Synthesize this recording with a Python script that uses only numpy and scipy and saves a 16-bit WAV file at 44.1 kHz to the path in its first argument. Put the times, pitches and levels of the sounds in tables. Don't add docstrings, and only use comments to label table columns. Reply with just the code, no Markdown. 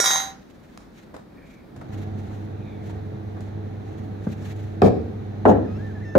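import sys
import numpy as np
from scipy import signal
from scipy.fft import rfft, irfft, next_fast_len
from scipy.io import wavfile
from scipy.ndimage import uniform_filter1d, minimum_filter1d, map_coordinates

SR = 44100
rng = np.random.default_rng(int(sys.argv[2]) if len(sys.argv) > 2 else 0)


def transcribe(signal):
    frames = np.atleast_2d(signal).T
    limited = np.clip(frames, -1, 1)
    pcm = np.round(limited * 32767).astype(np.int16)
    wavfile.write(sys.argv[1], SR, pcm)


N = 272538
T = np.arange(N) / SR

# pitch_hz, level_db
FIBRE_COLOUR = [(500, -16.5), (1800, 7.5), (3000, -1), (4000, 0), (5000, -9.5), (6500, -3), (8500, -16),
                (13000, -15.5), (15500, -19)]


def amp(db):
    return np.exp(np.asarray(db) * (np.log(10) / 20))


def unit(x):
    return x / np.sqrt(np.mean(x ** 2) + 1e-20)


def along(points, hz):
    pitches, values = np.transpose(points)
    return np.interp(np.log(hz + 1), np.log(pitches + 1), values)


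def wobble(rate):
    coarse = map_coordinates(rng.standard_normal(400), [T[::64] * rate], mode="wrap")
    return np.interp(T, T[::64], coarse)


def fade(t, fade_s):
    return (t >= 0) * np.exp(-np.log(1000) * np.clip(t / fade_s, 0, 10))


def filtered(x, response):
    n = x.shape[-1]
    padded = next_fast_len(n + 8192)
    return irfft(rfft(x, padded) * response(np.fft.rfftfreq(padded, 1 / SR)), padded)[..., :n]


def noise(colour_db, size=N):
    # pitch_hz, likeness (1 = the same)
    likeness = [(60, 0.95), (125, 1), (250, 0.48), (500, 0.17), (1000, 0.18), (4000, 0.25), (12000, 0.44)]
    padded = next_fast_len(size, real=True)
    hz = np.fft.rfftfreq(padded, 1 / SR)
    alike = np.clip(along(likeness, hz), -1, 1)
    white = rng.standard_normal((2, 2 * len(hz))).view(complex)
    gains = amp(colour_db(hz)) * np.sqrt([1 + alike, 1 - alike])
    mid, side = irfft(white * gains, padded)[:, :size]
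    return unit(np.array([mid + side, mid - side]))


def add(track, start_s, sound):
    part = track[..., max(round(start_s * SR), 0):][..., :sound.shape[-1]]
    part += sound[..., :part.shape[-1]]


def yard(x, walls_db, tail_db, first_s=.027, last_s=0.059):
    # pitch_hz, fade_s
    tail_fades = [(100, 0.87), (300, 0.65), (700, 0.4), (2000, 0.53), (6000, 0.53), (14000, 0.17)]
    hz, t, spectrum = signal.stft(noise(np.zeros_like, size=SR // 2), SR, nperseg=256)
    tail = signal.istft(spectrum * fade(t, along(tail_fades, hz)[:, None]), SR, nperseg=256)[1]
    t = np.arange(tail.shape[1]) / SR
    tail *= t > .006
    walls = noise(np.zeros_like, size=len(t)) * (t > first_s) * (t < last_s) * fade(t, 0.89)
    answer = amp(walls_db) * walls / np.linalg.norm(walls[0])
    answer += amp(tail_db) * tail / np.linalg.norm(tail[0])
    return signal.fftconvolve(x, answer, axes=1)[:, :x.shape[1]]


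def air():
    # pitch_hz, level_db
    air_colour = [(15, -35.5), (25, -3), (59, -1), (107, -6.5), (204, 0.5), (331, -4), (457, -10),
                  (509, -9.5), (1080, -20), (1570, -21), (2920, -33.5), (3830, -31.5), (8130, -46),
                  (15500, -44.5)]
    return amp(-46.5) * noise(lambda hz: along(air_colour, hz)) * amp(.8 * wobble(8))


def chirring():
    # middle_s, pitch_hz, level_db, half_length_s, glide_hz_per_s
    chirps = [(1.5, 2300, -64.5, 0.14, -300), (1.4, 1800, -67, 0.057, 0), (2.72, 2300, -64, 0.14, -1400),
              (2.7, 3600, -69.5, 0.096, -1500)]
    out, t = np.zeros((2, N)), T[:SR] - .5
    for middle_s, hz, db, half_s, glide in chirps:
        flutter = noise(lambda f: -np.minimum((f / 80) ** 2, 70), size=SR)
        swell = amp(db + 7.5) * np.exp(-(t / half_s) ** 2)
        add(out, middle_s - .5, swell * flutter * np.sin(2 * np.pi * (hz + glide * t / 2) * t))
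    return out


def whistle_tune(edge_s=.012):
    # start_s, length_s, first_hz, middle_hz, last_hz, level_db, overtones_db
    notes = [(5.635, .035, 1700, 1779, 1486, -50, -30), (5.672, .113, 1278, 1254, 1404, -50, -10),
             (5.779, .145, 1481, 1784, 1512, -47, -16.5), (5.944, .047, 1862, 1690, 1776, -45, -25),
             (6.007, .03, 1846, 1840, 2140, -44, -24), (6.032, .022, 2170, 2000, 1840, -44, -19),
             (6.045, .14, 1824, 1773, 1795, -44, -18.5)]
    hz, loudness, bright_db = np.zeros((3, N))
    for start_s, length_s, *pitches, db, overtones_db in notes:
        progress = np.clip((T - start_s) / length_s, 0, 1)
        begun = T >= start_s
        hz[begun] = np.polyval(np.polyfit([0, .5, 1], pitches, 2), progress[begun])
        bright_db[begun] = overtones_db
        loudness += amp(db) * np.minimum(np.minimum(progress, 1 - progress) * length_s / edge_s, 1)
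    return hz, loudness, bright_db


def whistle(break_s=6.05):
    # pitch_multiple, level_db
    overtones = [(2, 2.5), (3, -8), (4, -4)]
    # pitch_hz, level_db
    whistle_colour = [(1200, -1), (1900, -1), (2600, 4.5), (3600, -9), (4400, -6), (5200, 3.5),
                      (6400, -3.5), (8000, -20)]
    pitch_hz, loudness, bright_db = whistle_tune()
    pitch_hz = uniform_filter1d(pitch_hz, size=500) * (1 + .011 * wobble(60))
    phase = 2 * np.pi * np.cumsum(pitch_hz) / SR
    upper = sum(amp(db) * np.sin(round(multiple) * phase) for multiple, db in overtones)
    upper *= amp(bright_db - 1.5 + 5.6 * wobble(40))
    hoarse = (T > break_s) * amp(-21) * (np.sin(3 * phase / 2) + np.sin(7 * phase / 2))
    tone = loudness * amp(2.2 * wobble(45)) * (np.sin(phase) + upper + hoarse)
    tone = filtered(tone, lambda hz: amp(along(whistle_colour, hz)))
    return amp(-0.5) * tone + yard(tone[None], -15, -9)


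def clothes():
    # middle_s, level_db, half_length_s
    rubs = [(.6, -66.5, .25), (1.0, -60, .07), (1.51, -60.5, .06), (1.99, -55, .075), (2.3, -61.5, .2),
            (2.88, -57.5, .055), (3.45, -66.5, .06), (3.97, -62.5, .14), (4.3, -58, 0.088),
            (4.48, -52, .055), (4.6, -58.5, .12), (5.85, -65.5, .15)]
    power = sum(amp(db) ** 2 * np.exp(-2 * ((T - s) / half_s) ** 2) for s, db, half_s in rubs)
    crinkles = amp(2.0 + 4.3 * wobble(55))
    return np.sqrt(power) * crinkles * noise(lambda hz: along(FIBRE_COLOUR, hz))


def taps():
    # start_s, level_db, treble_db, fade_s
    knocks = [(0.775, -31.5, -1, 0.0093), (1.14, -34.5, -13, 0.073), (1.164, -32, -11.5, 0.026),
              (1.761, -42, -6, 0.055), (1.811, -34, -16.5, 0.054), (2.297, -41.5, -28, 0.14),
              (2.896, -36.5, -13, 0.03166), (3.366, -36.5, -25, 0.065), (3.405, -44, 2, 0.035),
              (4.422, -46.5, -0.5, 0.083)]
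    # pitch_hz, level_db
    tap_colour = [(80, -13), (300, 12.5), (1800, -2.5), (2700, -9.5), (3800, -7), (7000, -8.5),
                  (15000, -24.5)]
    out, t = np.zeros((2, N)), T[:SR // 4]
    for start_s, db, treble_db, fade_s in knocks:
        colour = lambda hz: along(tap_colour, hz) + treble_db * hz ** 4 / (hz ** 4 + 2600 ** 4)
        shape = fade(t, fade_s) * (1 - np.exp(-t / (fade_s / 20)))
        add(out, start_s, amp(db + 4.5) * shape * noise(colour, size=len(t)))
    return out + yard(out, -11.5, -7)


def washing_machine(on_s=1.677, run_up_s=0.26, lag_s=0.0005):
    # time_s, level_db
    motor_levels = [(2.05, -31.5), (2.24, -34), (4.37, -33.5), (4.88, -33.5), (5.75, -31.5), (6.1, -34)]
    # pitch_hz, level_db, waver_db
    tones = [(99.8, 1, 1), (199.6, -13, 2), (213, -11, 3), (244, -19, 3), (324.5, -14, 2.5),
             (399.2, -22, 2), (432.5, -14, 2), (499, -26, 2), (739, -28, 3), (797, -31, 2)]
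    # pitch_hz, level_db
    rumble_colour = [(25, -37), (45, -5.5), (55, -11), (75, -1.5), (120, 2), (160, -3), (210, -7.5),
                     (320, -6), (550, -17), (760, -13.5), (1000, -27), (1700, -27.5), (3000, -40),
                     (4000, -37.5), (5000, -52.5), (6500, -45), (9000, -80.5)]
    hum = np.zeros(N)
    for pitch_hz, db, waver_db in tones:
        loudness = amp(db + waver_db * wobble(7))
        hum += loudness * np.sin(2 * np.pi * pitch_hz * T + 0.29 * waver_db * wobble(6))
    hum *= np.clip((T - 1.85) / 0.11, 0, 1)
    pulsing = 1 + 0.11 * np.sin(2 * np.pi * tones[0][0] * T)
    rumble = noise(lambda hz: along(rumble_colour, hz)) * pulsing * amp(0.53 * wobble(14))
    fade_in = np.clip((T - on_s) / run_up_s, 0, 1)
    level_db = np.interp(T, *np.transpose(motor_levels))
    left, right = fade_in * amp(level_db) * (amp(2.5) * hum + amp(-2.5) * rumble)
    return np.array([amp(-1.57) * np.interp(T - lag_s, T, left), right])


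def chop(db, stick_hz, stick_db, crack_db, bite_db, yard_db):
    # pitch_hz, level_db, fade_s
    block_tones = [(78.2, -15.5, 0.17), (107.5, -15.5, .14), (180, -10.5, 0.072), (251.8, -5.5, 0.032),
                   (417, -1, 0.032), (525, -10.5, 0.016), (1260, -17.5, 0.018), (1580, -16, 0.022)]
    # pitch_hz, level_db
    crack_colour = [(100, -7.5), (600, 6), (900, 3), (1100, -1.5), (1600, -6.5), (2400, -24.5), (4000, -49),
                    (6500, -53), (9000, -52), (15000, -52.5)]
    # pitch_hz, level_db
    bite_colour = [(300, -18.5), (900, 0), (1600, 4), (2200, -6.5), (3200, -9), (4500, -18), (7000, -27),
                   (9000, -34), (15000, -40)]
    # pitch_hz, level_db
    wall_colour = [(90, 0), (200, 3), (500, 5), (900, -6), (1500, -10), (3000, -7.5), (6000, -4.5),
                   (15000, -4)]
    t = T[:SR * 3 // 4]
    tones = list(block_tones) + [(stick_hz, stick_db, .035)]
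    thud = sum((-1) ** k * amp(tone_db) * np.sin(2 * np.pi * hz * t) * fade(t, fade_s)
               for k, (hz, tone_db, fade_s) in enumerate(tones))
    crack = amp(crack_db) * fade(t, 0.054) * noise(lambda hz: along(crack_colour, hz), len(t))
    bite = amp(bite_db + 1.5) * fade(t, 0.014) * noise(lambda hz: along(bite_colour, hz), len(t))
    build_up = 1 - np.exp(-(t / 0.0013) ** 2)
    bass_cut = signal.butter(4, 58, "highpass", fs=SR, output="sos")
    blow = signal.sosfilt(bass_cut, amp(db) * (thud + crack + bite) * build_up)
    splitting = amp(db + yard_db - 39.5) * np.exp(-((t - .043) / .024) ** 2)
    fibres = splitting * noise(lambda hz: along(FIBRE_COLOUR, hz), len(t))
    echo = filtered(yard(blow, 0, 0, first_s=0.025, last_s=.066), lambda hz: amp(along(wall_colour, hz)))
    return blow + fibres + amp(yard_db) * echo


def bounces(count=8, shrink=.9, edge_s=0.054, tip_over_s=.035, settle_s=0.14):
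    # start_s, first_flight_s, strength_db, clack_db
    landings = [(.001, .058, -1, -13.5), (.042, .034, -3.5, -15.5)]
    ring_loss_db_per_s, clack_loss_db_per_s, drag_db_per_s = 14, 50, 215.5
    start_s, flight_s, strength_db, clack_db = np.repeat(landings, count, axis=0).T
    hop = np.tile(np.arange(count), len(landings))
    hit_s = start_s + flight_s * (1 - shrink ** hop) / (1 - shrink)
    drag_db = drag_db_per_s * np.maximum(hit_s - settle_s, 0)
    flat = np.clip((hit_s - edge_s) / tip_over_s, 0, 1)
    strength_db = strength_db - ring_loss_db_per_s * hit_s - drag_db
    clack_db = clack_db - clack_loss_db_per_s * hit_s - .3 * drag_db
    return hit_s, strength_db, flat, clack_db


def dropped_blade(faint_count=24):
    # pitch_hz, edge_hit_db, flat_hit_db, left_over_right_db
    steel_tones = [(773, -39, -37, -2), (1019, -38, -39, 2), (1412, -36, -46, -2), (1897, -32, -36, -20),
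                   (2079, -40, -38, -15), (2223, -36, -45, -8), (3287, -38, -39, 4), (3742, -30, -28, 5),
                   (3791, -39, -42, 2), (3943, -26, -29, -4), (4607, -41, -35, 8), (4928, -34, -44, 10),
                   (5468, -35, -44, -4), (5604, -31, -38, -3), (5656, -29, -41, -6), (5733, -21, -35, -11),
                   (6340, -33, -40, -5), (6379, -29, -22, -6), (6551, -40, -37, -7), (6838, -33, -41, -6),
                   (6966, -38, -45, -8), (7513, -35, -41, -13), (8391, -35, -51, -10),
                   (8814, -47, -54, -11), (9283, -47, -47, -13), (9525, -46, -52, -10),
                   (10373, -43, -47, -17), (11471, -49, -53, -1), (12801, -46, -58, -3),
                   (13876, -52, -63, 0)]
    # pitch_hz, fade_s
    steel_fades = [(770, 0.99), (1000, 0.41), (2200, 0.34), (4000, 0.29), (7000, 0.29), (14000, .28)]
    # pitch_hz, level_db
    clack_colour = [(100, -33.5), (250, -20), (400, -13), (800, 0.5), (1800, -1), (2600, -13),
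                    (6500, -13.5), (8000, -29), (15000, -47.5)]
    t = T[:SR * 5 // 8]
    coarse = t[::16]
    hit_s, strength_db, flat, clack_db = bounces()
    since_hit = coarse - hit_s[:, None]
    faint_hz = rng.triangular(6800, 8600, 15400, faint_count)
    faint_db = -38 - faint_hz / 1200 + rng.normal(0, 2.3, faint_count)
    faint_tones = [(hz, db, db - 9.5, -4) for hz, db in zip(faint_hz, faint_db)]
    ring = np.zeros((2, len(t)))
    for hz, edge_db, flat_db, pan_db in list(steel_tones) + faint_tones:
        luck_db = (3.4 + hz / 3000) * rng.standard_normal(len(hit_s)) - hz / 9000
        kicks = amp(strength_db + edge_db * (1 - flat) + flat_db * flat + luck_db)
        energy = kicks ** 2 @ fade(since_hit, along(steel_fades, hz) / 2)
        swing = np.interp(t, coarse, np.sqrt(energy))
        jolts = (.1 + hz / 30000) * rng.standard_normal(len(hit_s))
        phase = 2 * np.pi * hz * t + np.interp(t, coarse, jolts @ (since_hit >= 0))
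        sides = unit(amp([[pan_db / 2], [-pan_db / 2]]))
        side_phase = rng.uniform(0, 2 * np.pi) + rng.normal(0, 0.29, (2, 1))
        ring += sides * swing * np.sin(phase + side_phase)
    ring *= fade(np.maximum(t - .3, 0), .2)
    clack_shape = amp(0.5) * fade(since_hit, 0.0087) + amp(-19) * fade(since_hit, 0.2)
    clack_level = np.interp(t, coarse, amp(clack_db) @ clack_shape)
    clacks = clack_level * noise(lambda hz: along(clack_colour, hz), len(t))
    clacks += amp(-19) * fade(t, 0.023) * (np.sin(2 * np.pi * 380 * t) - np.sin(2 * np.pi * 610 * t))
    return amp(3.5) * ring + yard(ring, -9.5, -21) + amp(1) * clacks + yard(clacks, -9.5, -9.5)


def scene():
    # start_s, level_db, stick_hz, stick_db, crack_db, bite_db, yard_db
    knife_blows = [(4.269, -19, 208, 11.5, -10.5, -27, -15), (4.818, -0.5, 743, -1.5, -9, -8.5, 0),
                   (5.453, -1, 735, 4, -1, -12.5, -1), (6.152, -0.5, 529, 1, -6, -15.5, 4)]
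    out = air() + washing_machine() + clothes() + taps() + whistle() + chirring()
    add(out, 0, dropped_blade())
    for start_s, *blow in knife_blows:
        add(out, start_s, chop(*blow))
    return out


def record(dry):
    ceiling, bass_hz, top_hz = .85, 25, 15650
    needed = np.minimum(1, ceiling / (np.abs(dry).max(axis=0) + 1e-9))
    gain = uniform_filter1d(minimum_filter1d(needed, size=240), size=200)
    return filtered(dry * gain, lambda hz: (hz < top_hz) * hz ** 2 / (hz ** 2 + bass_hz ** 2))


dry = scene()
out = record(dry)
transcribe(out)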